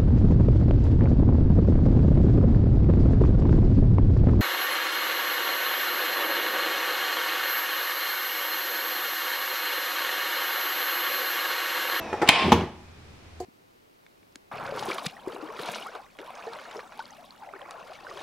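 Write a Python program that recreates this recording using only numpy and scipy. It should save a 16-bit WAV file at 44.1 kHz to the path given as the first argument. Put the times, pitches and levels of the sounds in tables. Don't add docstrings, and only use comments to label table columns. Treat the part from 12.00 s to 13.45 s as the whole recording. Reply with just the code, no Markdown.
import sys
import numpy as np
from scipy import signal
from scipy.fft import rfft, irfft
from scipy.io import wavfile
from scipy.ndimage import uniform_filter1d

SR = 44100
rng = np.random.default_rng(int(sys.argv[2]) if len(sys.argv) > 2 else 0)


def generate_wav(sig):
    pcm = np.round(np.clip(np.atleast_2d(sig).T, -1, 1) * 32767).astype(np.int16)
    wavfile.write(sys.argv[1], SR, pcm)


N = 63945
TIME = np.arange(N) / SR


def amp(db):
    return 10 ** (np.asarray(db) / 20)


def evened(x):
    return x / np.sqrt(np.mean(x ** 2) + 1e-20)


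def read(points, hz):
    row_hz, value = np.transpose(points)
    return np.interp(np.log(hz + 1), np.log(row_hz + 1), value)


def level(points):
    times, db = np.transpose(points)
    outside_s = np.maximum(np.maximum(times[0] - TIME, TIME - times[-1]), 0)
    return amp(np.interp(TIME, times, db) - 600 * outside_s)


def add(mix, start_s, sound):
    part = mix[:, round(start_s * SR):][:, :sound.shape[-1]]
    part += sound[..., :part.shape[1]]


def colour(pair, spectrum):
    # (frequency [Hz], level [dB])
    stereo_width = [(30, -39), (125, -41), (300, -21.5), (600, -21), (1100, -18.5), (2100, -12.5),
                    (4000, -7.5), (8000, -0.5), (15000, 6)]
    middle, side = rfft(pair)
    hz = np.fft.rfftfreq(pair.shape[1], 1 / SR)
    width = amp(read(stereo_width, hz))
    left_right = np.array([middle + width * side, middle - width * side]) / np.sqrt(1 + width ** 2)
    return evened(irfft(left_right * amp(read(spectrum, hz)), pair.shape[1]))


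def die_away(x, fades):
    n = x.shape[1]
    hz, t, spectrum = np.fft.rfftfreq(n, 1 / SR), np.arange(n) / SR, rfft(x)
    centres = [centre for centre, _ in fades]
    shares = [read(list(zip(centres, row)), hz) for row in np.eye(len(fades))]
    return sum(irfft(spectrum * share, n) * np.exp(-np.log(1000) * t / fade_s)
               for share, (_, fade_s) in zip(shares, fades))


def turns(hz, waver):
    drift = evened(uniform_filter1d(rng.standard_normal(N), size=500))
    return np.cumsum(hz * (1 + waver * drift)) / SR


def tone(hz, waver):
    return np.sqrt(2) * np.sin(2 * np.pi * turns(hz, waver))


def blows(hits, notes, crack_colour, low_fade_s, high_fade_s, rise_s):
    out, t = np.zeros((2, N)), np.arange(SR // 2) / SR
    ring = sum(amp(db) * np.exp(-np.log(1000) * t / fade_s) * np.sin(2 * np.pi * hz * t)
               for hz, db, fade_s in notes)
    ring *= 1 - np.exp(-t / rise_s)
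    crack_rise = 1 - np.exp(-t / 0.00062)
    for start_s, ring_db, crack_db in hits:
        noise = colour(rng.standard_normal((2, len(t))), crack_colour)
        crack = die_away(noise, [(700, low_fade_s), (7000, high_fade_s)]) * crack_rise
        add(out, start_s, amp(ring_db) * ring + amp(crack_db) * crack)
    return out


def background():
    # (frequency [Hz], relative level [dB])
    rumble_colour = [(20, -7), (50, -12), (80, 0), (115, -5), (190, -15.5), (290, -14), (450, -20),
                     (1000, -30), (4000, -47.5)]
    hiss_colour = [(20, -14), (200, 8), (600, 2), (1000, 0.5), (2100, -3), (2420, -0.5), (2800, -5),
                   (5000, -9), (10000, -21.5), (16000, -31)]
    hum = tone(hz=82.5, waver=0.035)
    hiss_gain = amp(read(hiss_colour, np.fft.rfftfreq(N, 1 / SR)))
    hiss = evened(irfft(rfft(rng.standard_normal((2, N))) * hiss_gain, N))
    rumble = colour(rng.standard_normal((2, N)), rumble_colour)
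    return amp(-52.5) * rumble + amp(-54) * hum + amp(-52.5) * hiss


def gear_motor():
    # (time [s], speed [share of its speed with no load])
    motor_speed = [(0, 1.0), (.12, 0.92), (.2, 0.93), (.25, .81), (.6, .85), (.72, 0.54)]
    # (time [s], level [dB])
    gear_levels = [(0, -36.5), (.12, -37.5), (.2, -38.5), (.25, -37), (.3, -36), (.5, -30.5), (.56, -31.5),
                   (.61, -34.5), (.66, -42.5), (.72, -59.5)]
    # (frequency [Hz], relative level [dB])
    rasp_colour = [(50, -52), (150, -3), (330, 1), (560, -1.5), (760, 1), (1400, -10.5), (2500, -14),
                   (4300, -24), (5600, -24), (8000, -34.5), (15000, -42.5)]
    # (pitch with no load [Hz], level against the rasp [dB])
    whine_notes = [(1930, -17.5), (2660, -14.5), (3970, -24.5), (5950, -25)]
    # (time [s], level [dB])
    groan_levels = [(0, -37), (.025, -41), (.06, -51.5)]
    tooth_hz, groan_hz, waver = 315, 669, 0.0094
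    speed = np.interp(TIME, *np.transpose(motor_speed))
    tooth_pulses = np.exp(-(turns(tooth_hz * speed, waver) % 1) / 0.36)
    rubbing = (0.8 + tooth_pulses) * rng.standard_normal((2, N))
    rasp = colour(rubbing, rasp_colour)
    whine = sum(amp(db) * tone(hz * speed, waver) for hz, db in whine_notes)
    groan = tone(groan_hz * speed, waver)
    return level(gear_levels) * (rasp + whine) + level(groan_levels) * groan


def linkage_knocks():
    # (time [s], ring level [dB], crack level [dB])
    hits = [(.128, -21.5, -25), (.1385, -21.5, -46), (.2166, -23.5, -17.5), (.2203, -16, -19),
            (.229, -11.5, -45)]
    # (pitch [Hz], level [dB], fade time [s])
    housing_notes = [(221.4, -30.5, 0.13), (373, -6, 0.06), (395, -4, 0.058), (460, -14.5, 0.15),
                     (727, -9, .06), (846, -2, 0.069), (1026, -10.5, 0.027), (1299, -11, 0.05),
                     (1772, -12.5, 0.034)]
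    # (frequency [Hz], relative level [dB])
    crack_colour = [(80, -19), (300, 9.5), (900, -1), (1800, 1.5), (3500, -16), (6000, -22), (10000, -32),
                    (16000, -40)]
    return blows(hits, housing_notes, crack_colour, low_fade_s=.04, high_fade_s=.081, rise_s=.0007)


def latch_snaps():
    # (time [s], ring level [dB], crack level [dB])
    hits = [(.2755, -41.5, -20.5), (.281, -42, -29.5), (.2868, -42, -11), (.2897, -1.5, -1),
            (.2968, -13.5, -19)]
    # (pitch [Hz], level [dB], fade time [s])
    latch_notes = [(380, -17, .04), (720, -10, .04), (835, -7, .04), (1039, -5, .04), (1560, -12, .025),
                   (2250, -4, .02), (2751, -6, .025), (3074, -12, .04), (3666, -11, .025)]
    # (frequency [Hz], relative level [dB])
    crack_colour = [(60, -16.5), (600, -11), (1700, -8.5), (2600, -0.5), (3700, -7), (6000, -18.5),
                    (10000, -20.5), (16000, -50)]
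    return blows(hits, latch_notes, crack_colour, low_fade_s=.035, high_fade_s=.024, rise_s=.00039)


def housing_strain():
    # (time [s], level [dB])
    shudder_levels = [(.28, -59.5), (.385, -68), (.41, -29), (.44, -29.5), (.48, -18), (.51, -37),
                      (.56, -22.5), (.61, -28.5), (.67, -38), (.72, -49.5), (.85, -55)]
    rocking_levels = [(.37, -67), (.42, -38.5), (.5, -33.5), (.54, -23.5), (.6, -31), (.65, -37),
                      (.72, -66)]
    # (frequency [Hz], relative level [dB])
    shudder_colour = [(30, -34.5), (60, -24.5), (82, -8), (135, -9), (175, 8), (255, 2), (320, -2.5),
                      (370, 5.5), (470, -13.5), (650, -17), (2000, -47.5)]
    # (pitch [Hz], relative level [dB])
    rocking_notes = [(82, -4), (104, -7.5)]
    rocking = sum(amp(db) * tone(hz, waver=0.016) for hz, db in rocking_notes)
    shudder = colour(rng.standard_normal((2, N)), shudder_colour)
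    return level(shudder_levels) * shudder + level(rocking_levels) * rocking


def lock_grind():
    # (time [s], level [dB])
    grind_levels = [(.286, -30.5), (.3, -28.5), (.36, -24.5), (.43, -26), (.47, -33.5), (.51, -35.5),
                    (.6, -43), (.66, -78)]
    # (frequency [Hz], relative level [dB])
    scrape_colour = [(100, -32.5), (400, -11.5), (620, 3), (800, 6.5), (1100, 4.5), (1350, -7), (1700, -3),
                     (2300, 2.5), (3300, 1), (4100, -6.5), (5200, -9.5), (6300, -24.5), (9000, -22.5),
                     (12000, -57), (16000, -43)]
    slips_per_s, spread_db = 9000, 1.5
    slips = rng.random(N) < slips_per_s / SR
    strength = amp(spread_db * np.minimum(rng.exponential(1, N), 4))
    scrape = colour(slips * strength * rng.standard_normal((2, N)), scrape_colour)
    squeal = amp(-4.5) * tone(hz=1069, waver=0.01934)
    return level(grind_levels) * (scrape + squeal)


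def latch_tick():
    # (frequency [Hz], relative level [dB])
    tick_colour = [(100, -5), (700, -7), (2500, 0), (5500, -4.5), (10000, -10.5), (12500, -13),
                   (15500, -11.5)]
    landing_s, width_s = .2901, .00025
    out, t = np.zeros((2, N)), np.arange(-.002, .002, 1 / SR)
    burst = np.exp(-(t / width_s) ** 2) * rng.standard_normal((2, len(t)))
    tick = colour(burst, tick_colour) * np.hanning(len(t))
    add(out, landing_s + t[0], amp(-10) * tick)
    return out


def lock_clunks():
    # (time [s], ring level [dB], crack level [dB])
    hits = [(.5187, -20.5, -11), (.5203, -4, -13), (.5252, -14.5, -14), (.61, -22, -38)]
    # (pitch [Hz], level [dB], fade time [s])
    frame_notes = [(83, -23.5, 0.21), (165, -21, 0.16), (214, -14.5, 0.14), (242.3, -4.5, 0.1),
                   (359.3, -11, 0.2), (466, -13, .18), (869, -1.5, 0.036), (1028, -1.5, 0.026),
                   (1169, -30, 0.27), (2880, -9.5, 0.02), (6360, -24, 0.048)]
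    # (frequency [Hz], relative level [dB])
    crack_colour = [(60, 9), (300, -26), (900, 16), (1500, -1.5), (2300, -2), (3100, -1.5), (5000, -12.5),
                    (6600, -13.5), (8500, -26), (12500, -19.5), (16000, -34)]
    return blows(hits, frame_notes, crack_colour, low_fade_s=.057, high_fade_s=.079, rise_s=.0006)


def button_click():
    # (time [s], ring level [dB], crack level [dB])
    hits = [(1.4008, -57, -41), (1.4032, -26, -51)]
    # (pitch [Hz], level [dB], fade time [s])
    button_notes = [(368, -3.5, 0.12), (403, -8.5, 0.076), (463, -7, 0.1), (721, -0.5, 0.08),
                    (1020, -19, 0.085)]
    # (frequency [Hz], relative level [dB])
    crack_colour = [(200, -23), (1400, 2.5), (2200, -24), (3900, -9), (4500, 3.5), (5400, -8.5), (6800, -2),
                    (9000, -12), (15000, -16)]
    return blows(hits, button_notes, crack_colour, low_fade_s=.028, high_fade_s=.059, rise_s=.0011)


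def kitchen(x, echo_db):
    # (frequency [Hz], fade time [s])
    room_fades = [(80, 0.72), (300, 0.4), (1000, 0.51), (3000, 0.44), (7000, 0.24), (15000, 0.099)]
    t = np.arange(SR // 2) / SR
    bright_noise = colour(rng.standard_normal((2, len(t))), [(50, -5), (3000, 1), (15000, 7.5)])
    tail = die_away(bright_noise, room_fades)
    tail *= np.clip((t - .003) / .0036, 0, 1)
    echoes = signal.fftconvolve(x, tail / np.linalg.norm(tail[0]), axes=1)[:, :N]
    return x + amp(echo_db) * echoes


def scene():
    knocks, snaps, clunks, click = linkage_knocks(), latch_snaps(), lock_clunks(), button_click()
    machine = (kitchen(gear_motor() + lock_grind(), echo_db=-9.5)
               + housing_strain()
               + kitchen(knocks, echo_db=-6.5)
               + kitchen(snaps, echo_db=-8.5)
               + kitchen(clunks, echo_db=-10.5)
               + kitchen(click, echo_db=-6)
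               + latch_tick())
    bass_cut = signal.butter(2, 60, "highpass", fs=SR, output="sos")
    return signal.sosfilt(bass_cut, machine) + background()


def record(dry):
    clipped = np.clip(dry, -.9, .9)
    treble_cut = signal.firwin(255, 16200, window=("kaiser", 9), fs=SR)
    return signal.oaconvolve(clipped, treble_cut[None], "same")


dry = scene()
out = record(dry)
generate_wav(out)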